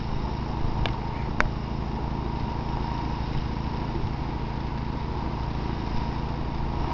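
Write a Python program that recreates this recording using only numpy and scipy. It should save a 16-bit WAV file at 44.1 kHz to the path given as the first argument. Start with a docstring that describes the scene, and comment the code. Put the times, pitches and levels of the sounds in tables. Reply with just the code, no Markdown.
"""A throbbing engine drone is heard first: a walk-behind snowblower, some way off in a snowy yard.
Its one-cylinder four-stroke engine excites the resonances of a muffler, its fan whines and its impeller
beats against the exhaust note. The auger churns; snow hisses from the chute and ice pings its steel.
Close by, light gusts rumble, a metal catch clicks, something rustles and a plastic casing snaps."""
import sys
import numpy as np
from scipy import signal
from scipy.fft import rfft, irfft, next_fast_len
from scipy.io import wavfile
from scipy.ndimage import uniform_filter1d

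SR = 44100
rng = np.random.default_rng(int(sys.argv[2]) if len(sys.argv) > 2 else 0)


def unload_audio(sound):
    """Save the sound as a 16-bit wav file, at the path given as the first command line argument."""
    columns = np.transpose(np.atleast_2d(sound))
    # keep every value between -1 and 1, then stretch to whole-number steps
    steps = np.round(np.clip(columns, -1, 1) * 32767)
    wavfile.write(sys.argv[1], SR, steps.astype(np.int16))


N = 305613
TIME = np.arange(N) / SR

# engine speed, dipping and recovering with the load: (time [s], firing rate [Hz])
ENGINE_SPEED = [(0.0, 26.423), (0.45, 27.355), (0.83, 26.705), (0.98, 27.152), (3.6, 27.729),
                (3.74, 28.136), (4.0, 27.39), (4.44, 27.822), (5.43, 27.656), (5.58, 27.85), (6.93, 27.831)]
# low exhaust harmonics: (multiple of the firing rate [-], level [dB])
THUD_HARMONICS = [(1, -42.5), (2, -35.5), (3, -64.5), (4, -39.5), (5, -37.5)]
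# upper exhaust harmonics: (multiple of the firing rate [-], relative level [dB])
DRONE_HARMONICS = [(6, -45), (7, -49), (8, -40), (9, -47), (10, -62.5), (11, -49), (12, -53.5), (13, -59.5),
                   (15, -58)]
# gain of those upper harmonics: (time [s], gain [dB])
DRONE_GAIN = [(0, 0), (1.1, -2.5), (1.95, 1), (2.7, -2), (3.8, 0), (4.15, -4.5), (4.9, -1), (5.45, -3.5),
              (5.72, 1), (6.3, -2), (6.93, -2)]
# firings that pop harder than the rest: (time [s], relative level of the extra pop [dB])
EXTRA_POPS = [(.608, -8.5), (2.771, 3), (2.88, -9), (2.917, -3), (4.07, -6.5), (4.145, 0), (5.323, 5.5),
              (5.694, 6), (6.341, 3.5), (6.412, 1), (6.915, -4)]
# how hard the exhaust barks under load: (time [s], bark index [-])
EXHAUST_BARK = [(0.0, -41.5), (0.91, -38), (1.81, -46.5), (2.04, -41.5), (2.6, -42), (2.94, -38),
                (3.08, -43), (3.22, -42.5), (3.37, -43.9), (3.81, -42), (4.08, -44), (4.81, -47),
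                (5.39, -39), (5.84, -46.5), (5.99, -40.5), (6.64, -43.5), (6.93, -26)]
# rushing gas: (frequency [Hz], gain [dB])
RASP_SPECTRUM = [(700, -18.5), (1300, 1.5), (2400, -6), (4000, -16), (5500, -14), (6500, -37)]
# muffler resonances: (frequency [Hz], bandwidth [Hz], gain [dB])
MUFFLER_MODES = [(944, 50, 1), (873.4, 81, 2), (690, 810, -7.5), (1060, 110, -19)]
# muffler transmission: (frequency [Hz], gain [dB])
MUFFLER_SPECTRUM = [(300, -8.0), (700, 3.0), (1100, 0.5), (1600, -16.5), (3000, -8.0), (6000, -60)]
# fan whine: (time [s], level [dB])
FAN_LEVEL = [(0, -53.5), (.6, -47), (1.2, -50), (1.9, -54.5), (2.4, -40.5), (2.65, -46.5), (2.95, -40),
             (3.2, -43), (3.4, -56), (3.75, -41.5), (4.05, -52), (4.8, -44.5), (5.3, -46.5), (5.62, -49.5),
             (6.08, -42.5), (6.45, -46.5), (6.7, -47.5), (6.9, -48)]
# piston and valve knocks: (place in the cycle [turns], relative level [dB])
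VALVE_KNOCKS = [(0.91, -6), (0.5, 1), (.7, 2), (1, -11.5)]
# their metallic clatter: (frequency [Hz], gain [dB])
CLATTER_SPECTRUM = [(600, -22), (1300, 11.5), (2700, 8), (3200, 3), (3750, 10), (4300, 3), (5400, 7),
                    (5750, -7), (6100, -7), (6450, -15), (6800, -33)]
# impeller tone: (multiple of the blade rate [-], level [dB])
IMPELLER_HARMONICS = [(1, -39), (2, -85), (3, -63.5)]
# churning snow: (frequency [Hz], gain [dB])
CHURN_SPECTRUM = [(10, -2.5), (22, -0.5), (42, -3), (62, -1.5), (90, -7.5), (180, -3.5), (260, -4),
                  (335, -3), (400, -9), (480, -9), (560, -18.5), (750, -12.5), (1200, -20), (2500, -50)]
# bites into packed snow: (time [s], level [dB], half-width [s])
AUGER_BITES = [(2.303, -42.5, 0.13), (3.977, -41, 0.058), (5.694, -39, 0.041), (6.832, -46, 0.13)]
# snow leaving the chute, swelling as the auger bites: (time [s], flow index [-])
SNOW_FLOW = [(0, 1), (2.15, -1.5), (3, 5), (4.9, 2), (6.03, 6), (6.5, 0.5), (6.76, 2), (6.93, 8)]
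# hiss of thrown snow: (frequency [Hz], gain [dB])
SPRAY_SPECTRUM = [(400, -8), (1100, 4), (1500, 2.5), (2200, 2.5), (2900, -2), (3150, -3.5), (3550, -5),
                  (3750, -4), (4200, -5.5), (5000, -3.5), (5650, -16), (6100, -19.5), (6450, -29),
                  (6900, -37)]
# sheet steel of the chute: (frequency [Hz], bandwidth [Hz], relative level [dB])
CHUTE_MODES = [(2040, 110, -8.5), (2830, 60, 5.5), (3760, 160, 4.5), (5015, 160, 3.5), (5420, 230, 5.5)]
# ice in the thrown snow: (time [s], relative level [dB])
ICE_LEVEL = [(0, -52.5), (.17, -51), (.48, -53.5), (1.2, -58.5), (1.65, -53.5), (2.18, -58.5), (2.36, -55),
             (2.98, -52), (3.4, -52.5), (3.9, -56.5), (4.08, -56), (4.5, -66), (4.9, -63), (5.2, -60),
             (5.55, -57.5), (5.97, -51), (6.55, -61), (6.9, -53)]
# tone colour of its pings: (frequency [Hz], gain [dB])
ICE_SPECTRUM = [(1000, -9.5), (2000, 0.5), (5700, 0.5), (6200, -25.5), (7000, -25.5)]
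# stronger gusts: (time [s], relative level [dB], half-width [s])
GUST_SWELLS = [(0.163, -31, 0.11), (0.65, -25.5, 0.053), (0.808, -28.5, 0.18), (1.428, -26, 0.071),
               (2.432, -26.5, 0.015), (2.747, -24.5, 0.018), (3.38, -22, 0.032), (4.055, -24.5, 0.037),
               (5.967, -26.5, 0.038), (6.632, -30, 0.059), (6.808, -32, 0.087)]
# wind eddies: (frequency [Hz], gain [dB])
EDDY_SPECTRUM = [(4, -19.5), (14, 4), (30, -4.5), (60, -8.5), (130, -12), (300, -33), (900, -63.5)]
# their rumble: (frequency [Hz], gain [dB])
RUMBLE_SPECTRUM = [(100, 2.5), (400, -1.5), (1200, -47.5)]
# click, rebound and rattle of the catch: (time [s], gain [dB], relative push [dB])
CATCH_BLOWS = [(.8568, -16.5, 10), (.8585, -33, -6), (.877, -40, 3), (.8838, -42, -7)]
# metal catch on its mount: (frequency [Hz], gain [dB], decay time T60 [s])
CATCH_MODES = [(500, -12, 0.038), (710, -1, 0.025), (1180, -2.5, .014), (1680, -0.5, 0.012),
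               (2380, -2, 0.016), (2780, 0, .011), (2990, 1, 0.012), (3330, -2, .01), (3560, -1, 0.014),
               (4340, -27, .011), (5090, -25, .012)]
# pings of its settling spring: (time [s], gain [dB], relative push [dB])
SPRING_BLOWS = [(.8832, -37, -4), (.8868, -30.5, -4)]
# the spring: (frequency [Hz], gain [dB], decay time T60 [s])
SPRING_MODES = [(1750, -3, 0.026), (2140, 3.5, 0.028), (2930, 1, .02), (4220, -3, 0.016)]
# brushing on the catch: (frequency [Hz], gain [dB])
RUSTLE_SPECTRUM = [(900, -36), (1700, 3), (2250, 13), (2900, -15), (5000, -37)]
# snap and rebounds of the casing: (time [s], gain [dB], relative push [dB])
CASING_BLOWS = [(1.4047, -7, -16), (1.4066, -22, -8), (1.4553, -36.5, -9)]
# plastic casing: (frequency [Hz], gain [dB], decay time T60 [s])
CASING_MODES = [(264, -7.5, 0.028), (490, -28, 0.025), (614, -22.5, 0.23), (1050, -6, 0.017),
                (1470, 9.5, 0.0056), (1810, 1.5, 0.0087), (2200, -5, 0.017), (2870, -21, 0.013),
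                (3620, -15.5, 0.016), (4570, -15, 0.0068), (5330, -27, 0.0076)]
# ice chips striking the chute: (time [s], level [dB], frequency of the spot hit [Hz])
ICE_CHIPS = [(2.688, -45, 2830), (2.7235, -51, 2850), (2.9056, -52, 2810), (2.943, -47, 2210),
             (2.978, -44, 2880), (3.051, -45, 2830), (3.305, -48, 3750), (3.348, -43, 2000),
             (3.377, -46, 2980), (3.385, -41.5, 2900), (3.415, -43, 3770), (4.072, -43, 2800),
             (5.238, -49, 2800), (5.867, -55, 2830)]
# their scrape: (frequency [Hz], gain [dB])
SCRAPE_SPECTRUM = [(900, -12), (1900, -1.5), (5400, 8.5), (6100, -17), (7000, -31)]


def amp(db):
    """Amplitude grows tenfold for every 20 dB."""
    return 10 ** (np.asarray(db) / 20)


def unit(x):
    """Normalisation to rms 1."""
    return x / np.sqrt(np.mean(x ** 2) + 1e-20)


def curve(rows):
    """Linear interpolation of (time [s], value) rows."""
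    return np.interp(TIME, *np.transpose(rows))


def swell(s, db, half_width_s):
    """A Gaussian envelope centred on time s."""
    return amp(db) * np.exp(-2 * ((TIME - s) / half_width_s) ** 2)


def add(mix, s, sound):
    """Superposition of a sound on the mix from time s."""
    part = mix[round(s * SR):][:len(sound)]
    part += sound[:len(part)]


def colour(x, spectrum):
    """Spectral shaping by (frequency [Hz], gain [dB]) rows; rms 1."""
    hz, db = np.transpose(spectrum)
    size = next_fast_len(N)
    bins = np.fft.rfftfreq(size, 1 / SR)
    gain = amp(np.interp(np.log(bins + 1), np.log(hz), db))
    return unit(irfft(rfft(x, size) * gain, size)[:N])


def drift(hz):
    """Low-pass noise: a slow random fluctuation of rms 1."""
    size = next_fast_len(N)
    bins = np.fft.rfftfreq(size, 1 / SR)
    return unit(irfft(rfft(rng.standard_normal(size)) / (1 + (bins / hz) ** 4), size)[:N])


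def grains(per_s, spread_db):
    """Shot noise: sparse impulses of random size and sign; rms 1."""
    size = amp(spread_db * np.minimum(rng.exponential(1, N), 4)) * rng.choice([-1, 1], N)
    return unit(size * (rng.random(N) < per_s / SR))


def resonate(x, hz, width):
    """A damped resonator with gain 1 at its centre."""
    r = np.exp(-np.pi * width / SR)
    return (1 - r) * signal.lfilter([1, 0, -1], [1, -2 * r * np.cos(2 * np.pi * hz / SR), r * r], x)


def tones(turns, orders, lead):
    """Harmonic series of a rotation; radiation advances the phase of the lowest orders most."""
    return np.sqrt(2) * sum(amp(db) * np.cos(2 * np.pi * k * turns + np.arctan(lead / k))
                            for k, db in orders)


def per_cycle(turns, spread_db):
    """Cycle-to-cycle variation: a random gain, renewed at each half-way point."""
    return amp(spread_db * rng.standard_normal(N)[np.round(turns).astype(int)])


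def firing_rate(hunt_hz=1.63, swing_hz=.12, crest_s=.061):
    """Governor hunting: the firing rate [Hz] oscillates gently about the engine's speed curve."""
    return curve(ENGINE_SPEED) + swing_hz * np.cos(2 * np.pi * hunt_hz * (TIME - crest_s))


def exhaust(turns):
    """Periodic excitation: each firing gives a thud, a pop and a gas puff; the last two ring the can."""
    strength = uniform_filter1d(per_cycle(turns, spread_db=0.28), size=200)
    thud = tones(turns, THUD_HARMONICS, lead=2.3)
    drone = amp(curve(DRONE_GAIN)) * tones(turns, DRONE_HARMONICS, lead=1.3)
    pops = np.diff(np.floor(turns), prepend=0) * per_cycle(turns, spread_db=1.6)
    pops *= 0.83 + sum(swell(s, db, half_width_s=0.012) for s, db in EXTRA_POPS)
    rush = np.exp(-(turns % 1) / 0.24)  # gas flows hardest as the valve opens
    puffs = (1 + 0.21 * rush) * rng.standard_normal(N)
    bark = curve(EXHAUST_BARK)
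    rasp = amp(0.5 * bark - 37.5) * colour(rush * rng.standard_normal(N), RASP_SPECTRUM)
    ring = amp(0.63 * bark - 22.0) * muffler(pops)
    breath = amp(0.53 * bark - 19.0) * muffler(puffs)
    return strength * (thud + drone) + ring + rasp + breath


def muffler(drive):
    """Resonant filtering: the can rings at its modes and attenuates the treble; rms 1."""
    ring = sum(amp(db) * resonate(drive, hz, width) for hz, width, db in MUFFLER_MODES)
    return colour(ring, MUFFLER_SPECTRUM)


def fan(turns, blades_per_firing=34):
    """Modulation: the crank-locked fan's tone wavers with each power stroke and flutters in the draught."""
    waver = 1.05 * np.sin(2 * np.pi * (turns - .1))
    phase = 2 * np.pi * blades_per_firing * turns + waver + .25 * drift(hz=4.)
    throb = 1 - .3 * np.cos(2 * np.pi * turns)
    return amp(curve(FAN_LEVEL) + .8 * drift(hz=6.)) * unit(throb * np.cos(phase))


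def valves(turns, decay_turns=0.15):
    """Impact noise: piston and valves knock at set places in every cycle."""
    bursts = sum(amp(db) * per_cycle(turns - place, spread_db=3.5)
                 * np.exp(-((turns - place) % 1) / decay_turns) for place, db in VALVE_KNOCKS)
    clatter = colour(bursts * rng.standard_normal(N), CLATTER_SPECTRUM)
    return amp(-55.5 + .5 * curve(SNOW_FLOW)) * clatter


def impeller(rate, blades_per_firing=2.4804, belt_slip=.0201, grip_s=2.06):
    """Beating: belt-driven blades push air at their own rate and throb against the engine's note."""
    grip = 1 - belt_slip * np.exp(-TIME / grip_s)
    passes = np.cumsum(blades_per_firing * grip * rate) / SR + .445
    return amp(1.5 * drift(hz=6.4)) * tones(passes, IMPELLER_HARMONICS, lead=.05)


def auger(turns, housing_hz=340, width_hz=60):
    """Forced vibration: lumps of snow thump through the housing, which booms on a hard bite."""
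    lumps = grains(per_s=600, spread_db=3.0) + 1.45 * rng.standard_normal(N)
    gulp = 1 + 0.32 * np.cos(np.pi * (turns - .45)) ** 8  # the intake gulps once a cycle
    housing = unit(resonate(resonate(lumps, housing_hz, width_hz), housing_hz, 4 * width_hz))
    boom = sum(swell(*bite) for bite in AUGER_BITES) * housing
    return boom + amp(-36.0 + 0.92 * drift(hz=8.0)) * colour(lumps * gulp, CHURN_SPECTRUM)


def spray():
    """Random impacts: snow scours the chute in hissing spurts, and ice grains excite its steel modes."""
    fizz = grains(per_s=6600, spread_db=-1.0) + 1.2 * rng.standard_normal(N)
    pings = sum(amp(db) * unit(resonate(grains(per_s=300, spread_db=2.0), hz, width))
                for hz, width, db in CHUTE_MODES)
    hiss = amp(-49.0 + 0.5 * curve(SNOW_FLOW) + 0.4 * drift(hz=5.7)) * colour(fizz, SPRAY_SPECTRUM)
    return hiss + amp(curve(ICE_LEVEL) - 1.0) * colour(pings, ICE_SPECTRUM)


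def gusts(breeze_db=-43, spread_db=1.5):
    """Turbulence: brief eddies buffet the microphone over a faint, restless breeze."""
    eddies = signal.hilbert(colour(rng.standard_normal(N), EDDY_SPECTRUM))
    evened = eddies.real / np.sqrt(abs(eddies) ** 2 + 0.97)  # compresses the envelope
    breeze = amp(breeze_db + spread_db * drift(hz=5.5))
    return colour(evened, RUMBLE_SPECTRUM) * (breeze + sum(swell(*gust) for gust in GUST_SWELLS))


def strikes(blows, modes, contact_samples=10):
    """Impulse response: each chattering blow rings the modes, and the body gives with a low push."""
    out, t = np.zeros(N), np.arange(4096) / SR
    ring = sum(amp(db - 60 * t / t60) * np.sin(2 * np.pi * hz * t) for hz, db, t60 in modes)
    for s, db, push_db in blows:
        force = 0.0085 * rng.standard_normal(len(t)) * np.exp(-t / 0.0046)
        force[:contact_samples] = unit(np.hanning(contact_samples)) / contact_samples
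        push = amp(push_db) * (np.exp(-t / 0.0033) - np.exp(-t / 0.0053))
        add(out, s, amp(db) * (signal.fftconvolve(force, ring)[:len(t)] + push))
    return out


def catch():
    """Free vibration: a metal catch clicks and rattles, and its spring pings as it settles."""
    return strikes(CATCH_BLOWS, CATCH_MODES) + strikes(SPRING_BLOWS, SPRING_MODES)


def rustle():
    """Friction: something brushes the catch and makes its spring ring faintly."""
    brush = colour(rng.standard_normal(N), RUSTLE_SPECTRUM)
    slips = grains(per_s=710, spread_db=-1.0)
    ring = unit(sum(amp(db) * resonate(slips, hz, width=2.2 / t60) for hz, db, t60 in SPRING_MODES))
    return swell(s=1.194, db=-46.5, half_width_s=0.1) * (brush + 0.44 * ring)


def snap():
    """Heavy damping: the plastic casing snaps and rebounds, and its strong modes die quickly."""
    return strikes(CASING_BLOWS, CASING_MODES)


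def chips(decay_s=0.0049, width_hz=240):
    """Transient excitation: each ice chip briefly scrapes the chute and rings the spot it hits."""
    scrape = colour(rng.standard_normal(N), SCRAPE_SPECTRUM)
    return sum(amp(db) * (TIME >= s) * np.exp(-abs(TIME - s) / decay_s)
               * unit(resonate(scrape, hz, width_hz)) for s, db, hz in ICE_CHIPS)


def scene():
    """Absorption: open snow swallows reflections, so only the direct sounds add."""
    rate = firing_rate()
    turns = np.cumsum(rate) / SR + .582  # one turn is one firing cycle
    engine = exhaust(turns) + fan(turns) + valves(turns)
    snow_work = impeller(rate) + auger(turns) + spray() + chips()
    nearby = gusts() + rustle() + catch() + snap()
    return (engine + snow_work + nearby)[None]


def record(dry, ceiling=.94, top_hz=7090):
    """Soft saturation rounds the sharpest peak; a low-pass filter narrows the mono band."""
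    rounded = dry / (1 + (dry / ceiling) ** 8) ** (1 / 8)
    low_pass = signal.firwin(401, top_hz, window=("kaiser", 9), fs=SR)
    return signal.oaconvolve(rounded, low_pass[None], "same")


dry = scene()
out = record(dry)
unload_audio(out)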